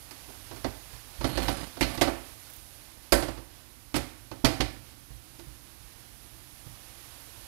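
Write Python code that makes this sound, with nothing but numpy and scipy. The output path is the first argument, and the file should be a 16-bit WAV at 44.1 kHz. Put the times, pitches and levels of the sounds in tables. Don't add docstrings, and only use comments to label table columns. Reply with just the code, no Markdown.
import sys
import numpy as np
from scipy import signal
from scipy.fft import rfft, irfft, next_fast_len
from scipy.io import wavfile

SR = 44100
rng = np.random.default_rng(int(sys.argv[2]) if len(sys.argv) > 2 else 0)


def digitize_waveform(pressure):
    field = np.atleast_2d(pressure).T
    bounded = np.clip(field, -1, 1)
    quanta = np.round(bounded * 32767).astype(np.int16)
    wavfile.write(sys.argv[1], SR, quanta)


N = 329427
TIME = np.arange(N) / SR


def from_db(db):
    return 10 ** (np.asarray(db) / 20)


def rms_one(x):
    return x / np.sqrt(np.mean(x ** 2) + 1e-20)


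def in_time(rows):
    s, *columns = np.transpose(rows)
    return [np.interp(TIME, s, c) for c in columns]


def at_hz(points, hz):
    f, value = np.transpose(points)
    return np.interp(np.log(hz), np.log(f), value)


def drift(rate):
    points = rng.standard_normal(N // 20)
    return rms_one(np.interp(TIME * rate, np.arange(N // 20), points))


def high_pass(x, hz):
    return signal.sosfilt(signal.butter(2, hz, "high", fs=SR, output="sos"), x)


def colour(x, spectrum):
    size = next_fast_len(N)
    hz = np.maximum(np.arange(size // 2 + 1) * SR / size, 1)
    gain = from_db(at_hz(spectrum, hz)) * (hz > 20)
    return rms_one(irfft(rfft(x, size) * gain, size)[:N])


def clicks(times, sizes):
    out = np.zeros(N)
    out[np.round(times * SR).astype(int)] = sizes
    return out


def ring(x, hz, t60):
    r, w = from_db(-60 / (t60 * SR)), 2 * np.pi * hz / SR
    return signal.lfilter([0, np.sin(w)], [1, -2 * r * np.cos(w), r * r], x + 1e-18)


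def fade(power, t60):
    return signal.lfilter([1], [1, -10 ** (-6 / (t60 * SR))], power + 1e-24)


def grains(per_s, spread_db):
    unevenness = np.minimum(rng.exponential(1, N), 4)
    sizes = from_db(spread_db * unevenness) * rng.standard_normal(N)
    return rms_one(sizes * (rng.random(N) < per_s / SR))


# delay in seconds, share reflected.
SURFACES = [(.0017,0.066),(.0029,0.18),(.0047,.35),(.0073,0.063)]


def reflect(x, above_hz):
    short = high_pass(x, above_hz)
    return x + sum(share * np.pad(short, (int(delay * SR), 0))[:N] for delay, share in SURFACES)


# time in seconds, level of the sizzle in dB, level of the wet fizz in dB.
FRYING_VIGOUR = [(0,-54.5,-54),(1.8,-55.5,-51.5),(2.4,-54,-55),(3.5,-60,-58),(4.4,-59.5,-59),(6.1,-57.5,-58),(7.47,-53.5,-53)]
# frequency in Hz, relative density in dB per Hz.
HISS_SPECTRUM = [(30, -6), (100, 0.5), (250, -4), (1000, 0), (2500, -5.5), (4500, -14), (6000, -21.5),
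                 (8300, -33), (10500, -17), (13000, -16.5), (15500, -22)]


def left_hiss():
    sizzle_db, _ = in_time(FRYING_VIGOUR)
    level_db = -68.5 + 0.85 * (sizzle_db - sizzle_db.mean())
    return from_db(level_db) * colour(rng.standard_normal(N), HISS_SPECTRUM)


# frequency in Hz, relative density in dB per Hz.
FLAME_SPECTRUM = [(25, -13), (45, 1.5), (60, 3.5), (80, -3), (115, 0), (150, -10.5), (200, -14.5),
                  (270, -10), (340, -9.5), (430, -31), (1000, -36), (3000, -37)]


def flame():
    return from_db(-56 + 0.62 * drift(3.8)) * colour(rng.standard_normal(N), FLAME_SPECTRUM)


# frequency in Hz, relative density in dB per Hz.
SIZZLE_SPECTRUM = [(3000, -8), (6000, -3.5), (7800, -5.5), (9000, 1.5), (11400, 5.5), (13000, 0),
                   (15500, -10)]
FIZZ_SPECTRUM = [(80, -25), (200, -6.5), (500, 2.5), (800, 3.5), (1300, 1), (4800, 0), (7500, -6),
                 (15000, -10)]


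def frying():
    sizzle_db, fizz_db = in_time(FRYING_VIGOUR)
    pops = .12 * grains(per_s=200, spread_db=2.5)
    bubbles = colour(rng.standard_normal(N) + pops, SIZZLE_SPECTRUM)
    wet_paste = colour(reflect(rng.standard_normal(N), above_hz=5400), FIZZ_SPECTRUM)
    sizzle = bubbles * from_db(sizzle_db + .5 * drift(25))
    fizz = wet_paste * from_db(fizz_db + 0.91 * drift(17))
    return sizzle + fizz


# time in seconds, level in dB.
SPLATS = [(2.5,-46),(2.535,-44),(2.562,-46),(2.585,-51)]


def splats():
    s, level = np.transpose(SPLATS)
    flash = np.sqrt(fade(clicks(s, from_db(level)) ** 2, t60=.05))
    steam = [(3000, -18), (10000, -8), (14500, 0), (16000, -2), (18000, -30)]   # Hz, dB
    return flash * colour(rng.standard_normal(N), steam)


def strike(s, level_db, thud_db, clank_db, crack_db, clank_hz, ring_hz, lift_db, rock_db):
    return s, level_db, thud_db, clank_db, crack_db, clank_hz, ring_hz, lift_db, rock_db


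def simple_blow(s, level, thud, hardness, ring_hz, lift_db, clank_hz, rock_db):
    clank = 5 + 0.54 * hardness
    return strike(s, level, thud, clank, hardness, clank_hz, ring_hz, lift_db, rock_db)


def contact_level(blow, hz, spot_share=1):
    _, level, thud, clank, crack, clank_hz, favoured_hz, lift_db, _ = blow
    tilt = [(130, thud), (260, 0.0052), (900, 0), (2200, clank - 3), (5600, clank - 3), (8000, crack)]
    hump = 6 * np.exp(-(np.log2(hz / clank_hz) / 0.18) ** 2)
    spot = spot_share * lift_db * np.exp(-(np.log2(hz / favoured_hz) / 0.14) ** 2)
    return level + at_hz(tilt, hz) + hump + spot


# frequency in Hz, relative density in dB per Hz.
CLATTER_SPECTRUM = [(35, -23), (60, 1), (130, -3), (165, 0), (205, -7.5), (280, 6.5), (360, -0.5),
                    (440, -4), (650, -2.5), (1050, -6.5), (2200, -11), (3300, -14.5), (4400, -14.5),
                    (7600, -21), (11200, -21), (15500, -35)]
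# frequency in Hz, t60 in seconds.
KITCHEN_DECAY = [(60, 0.75), (250, 0.48), (600, 0.53), (2500, 0.56), (5000, 0.42), (11000, 0.52),
                 (16000, 0.15)]
EDGES = np.geomspace(25, 16500, 29)
CENTRES = np.sqrt(EDGES[1:] * EDGES[:-1])


def clatter(blows, body_t60, damping, room_db, snap):
    s = np.array(blows)[:, 0]
    white, out = rng.standard_normal((2, N)), np.zeros(N)
    for k, hz in enumerate(CENTRES):
        level = np.array([contact_level(blow, hz, spot_share=0.38) for blow in blows])
        force = clicks(s, from_db(at_hz(CLATTER_SPECTRUM, hz) + level))
        body = fade(force ** 2, body_t60 * (hz / 1000) ** -damping)
        room = fade((force * from_db(room_db)) ** 2, at_hz(KITCHEN_DECAY, hz))
        band = signal.butter(2, EDGES[k:k + 2], "band", fs=SR, output="sos")
        snapping = (-1) ** k * snap * force
        lingering = white[k % 2] * np.sqrt(body + room)
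        out += signal.sosfilt(band, snapping + lingering)
    return out


# frequency in Hz, level in dB, t60 in seconds when left undamped.
PAN_MODES = [(263,-3.5,0.13),(282,-38,0.068),(339,-7.5,0.4),(508,-10,0.25),(566,-8.5,0.36),(659,-10.5,0.36),(713,-10.5,0.22),(770,-14,0.42),(887,-12,0.14),(948,-21.5,.25),(1355,-19,0.43),(1790,-21,0.24),(1960,-45,0.12),(2040,-13.5,0.25),(2280,-26,0.61),(2934,-10.5,0.17),(4280,-15,0.091),(5130,-38,.25),(5200,-21,0.21),(9360,-19,0.16),(10700,-15,.12)]


def pan_ring(blows, sustain):
    s = np.array(blows)[:, 0]
    out = np.zeros(N)
    for k, (hz, mode_db, t60) in enumerate(PAN_MODES):
        level = np.array([contact_level(blow, hz) for blow in blows]) + rng.standard_normal(len(s))
        out += (-1) ** k * ring(clicks(s, from_db(level + mode_db)), hz, t60 * sustain)
    return out


def pan_sing(pushes):
    modes = enumerate(PAN_MODES)
    return rms_one(sum((-1) ** k * from_db(db) * ring(pushes, hz, t60) for k, (hz, db, t60) in modes))


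# frequency in Hz, level in dB, t60 in seconds.
STOVE_MODES = [(102.3, -14, 0.57), (120.6, -4, 0.24)]


def stove_thud(blows):
    s, level, thud, *_, rocking = np.transpose(blows)
    force = clicks(s, from_db(level + thud))
    top = sum(from_db(mode_db) * ring(force, hz, t60) for hz, mode_db, t60 in STOVE_MODES)
    feet = ring(clicks(s, from_db(level + rocking)), hz=55.9, t60=0.39)
    return high_pass(top + feet, 42)


# frequency in Hz, bandwidth in Hz, relative level in dB.
RIM_BANDS = [(4400, 210, -3), (4940, 40, -2), (9180, 99, -5), (10700, 68, -5), (11500, 73, -3),
             (13500, 38, -7)]


def rim_sing(slips):
    out = np.zeros(N)
    for hz, width, db in RIM_BANDS:
        t60 = np.log(1000) / (np.pi * width)
        out += from_db(db + 5.5 * drift(16.1)) * rms_one(ring(slips, hz, t60))
    return rms_one(out)


def shove(start, length, attack_s):
    age = np.maximum(TIME - start, 0)
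    sag_db = 24.5 * age
    release_db = 258 * np.maximum(age - length, 0)
    return np.minimum(age / attack_s, 1) ** 2 * from_db(-sag_db - release_db)


# start in seconds, length in seconds, level of the rasp in dB, level of the judder in dB.
SHOVES = [(1.175,0.24,-40,-36.5),(1.353,0.29,-37,-43),(1.798,0.29,-42,-53)]


def slide():
    rasping = sum(from_db(db) * shove(s, length, attack_s=0.071) for s, length, db, _ in SHOVES)
    juddering = sum(from_db(db) * shove(s, length, attack_s=0.021) for s, length, _, db in SHOVES)
    slips = grains(per_s=3000, spread_db=1.5) * from_db(2.0 * drift(110))
    rasp_spectrum = [(hz, db + 0.21 * np.log2(hz / 1000)) for hz, db in CLATTER_SPECTRUM]
    rasp = colour(reflect(slips, above_hz=1160), rasp_spectrum)
    judder = colour(slips, [(30, -20), (55, 14.0), (80, -15), (130, -2.5), (200, -14), (800, -75)])
    scrape = rasp + from_db(-7.0) * pan_sing(slips) + from_db(-9) * rim_sing(slips)
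    return rasping * scrape + juddering * judder


# time in seconds, level in dB, hardness in dB, favoured ring in Hz, its lift in dB.
TAPS = [(.109,-51.5,11,900,7),(0.285,-47,-15,340,1),(.511,-41.5,-12,340,3),(.561,-48,1,5200,14),(.644,-30.5,-9.5,530,10),(5.392,-54.5,6,331.3,24)]
# time in seconds, level in dB, stove rocking in dB.
PUSHES = [(.935,-63.5,13),(5.105,-61.5,19),(5.47,-62.5,20),(6.665,-58,2)]


def spatula_blows():
    clank_hz = 4280
    taps = [simple_blow(s, level, -5.5, hardness, ring_hz, lift_db, clank_hz, rock_db=-9)
            for s, level, hardness, ring_hz, lift_db in TAPS]
    pushes = [simple_blow(s, level, thud=17, hardness=-9, ring_hz=320, lift_db=6, clank_hz=clank_hz,
                          rock_db=rock_db)
              for s, level, rock_db in PUSHES]
    return taps + pushes


def spatula():
    blows = spatula_blows()
    dense = reflect(clatter(blows, body_t60=.11, damping=0.36, room_db=-12.5, snap=3.6), above_hz=2100)
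    ringing = from_db(-5) * pan_ring(blows, sustain=0.52)
    return from_db(16.5) * dense + ringing + from_db(3.5) * stove_thud(blows)


def landing(s, level, thud, hardness, ring_hz, rock_db, tip_s, tip_db, tip_clank_db, tip_hz):
    base = simple_blow(s, level, thud, hardness, ring_hz, lift_db=13, clank_hz=2100, rock_db=rock_db)
    tip = strike(s + tip_s, tip_db, thud_db=-0.5, clank_db=tip_clank_db, crack_db=5, clank_hz=4220,
                 ring_hz=tip_hz, lift_db=6, rock_db=rock_db + 4.5)
    return [base, tip]


WOBBLES = [3.224, 3.283, 3.375]


def set_down():
    clank_s, clank_level_db = 3.122, -17
    clank = strike(clank_s, clank_level_db, thud_db=-13.0, clank_db=0.8, crack_db=1.5, clank_hz=4630,
                   ring_hz=532, lift_db=7.5, rock_db=-6.5)
    rebound = strike(clank_s + .005, clank_level_db - 6.5, thud_db=-16, clank_db=0.0, crack_db=9.0,
                     clank_hz=1790, ring_hz=600, lift_db=1, rock_db=0.2)
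    blows = [clank, rebound]
    for s in WOBBLES:
        age = s - WOBBLES[0]
        level, hardness = -32.5 - 72 * age, -7.5 - 55 * age
        blows.append(simple_blow(s, level, thud=-2.5, hardness=hardness, ring_hz=337, lift_db=0.0,
                                 clank_hz=4370, rock_db=1.5))
    return blows


# time in seconds, level in dB, thud in dB, hardness in dB, favoured ring in Hz.
KNOCKS = [(1.21,-35.5,-4,-12,268),(1.243,-28,1,-8,272),(1.29,-38,6,-16,272),(1.374,-31,0,-2,784),(1.385,-38,1,-11,4300),(1.481,-27.5,-4.5,-4.5,750),(1.769,-42,-5,-14,766),(1.976,-36,1,-5.5,2000),(2.074,-26.5,-17,-21,682),(3.955,-37,-8,6,710),(4.314,-39.5,0.5,-12.5,293),(4.454,-26.5,2,2,640)]
# time in seconds, level in dB, thud in dB, hardness in dB, favoured ring in Hz, stove rocking in dB,
# tipping time in seconds, second level in dB, second clank in dB, second ring in Hz.
LANDINGS = [(1.809,-26.5,-2,1.5,284,-4.5,0.018,-36,13.5,756),(2.012,-22.5,-20,-3.5,715,-17,0.0053,-27,7,550),(3.942,-32,-2,-0.5,281,-8.5,0.02,-29.5,4.5,260),(4.442,-23.5,-27,-35,269,-4,0.0043,-25,8.5,280),(4.602,-28.5,4,-21,265,-3.5,.004,-34,13,587)]


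def pan_blows():
    grate_knocks = [simple_blow(*row, lift_db=6.5, clank_hz=4160, rock_db=-6) for row in KNOCKS]
    landings = [touch for row in LANDINGS for touch in landing(*row)]
    return grate_knocks + landings + set_down()


def knocks():
    blows = pan_blows()
    dense = reflect(clatter(blows, body_t60=0.088, damping=0.047, room_db=-13, snap=3.6), above_hz=1360)
    ringing = from_db(-4) * pan_ring(blows, sustain=0.82)
    return from_db(17) * dense + ringing + from_db(0.5) * stove_thud(blows)


def scene():
    kitchen = flame() + frying() + splats() + slide() + spatula() + knocks()
    return np.array([left_hiss(), from_db(5.5) * kitchen])


def record(dry):
    rounded = np.tanh(dry)
    return signal.sosfilt(signal.ellip(12, .1, 90, 15550, fs=SR, output="sos"), rounded)


dry = scene()
out = record(dry)
digitize_waveform(out)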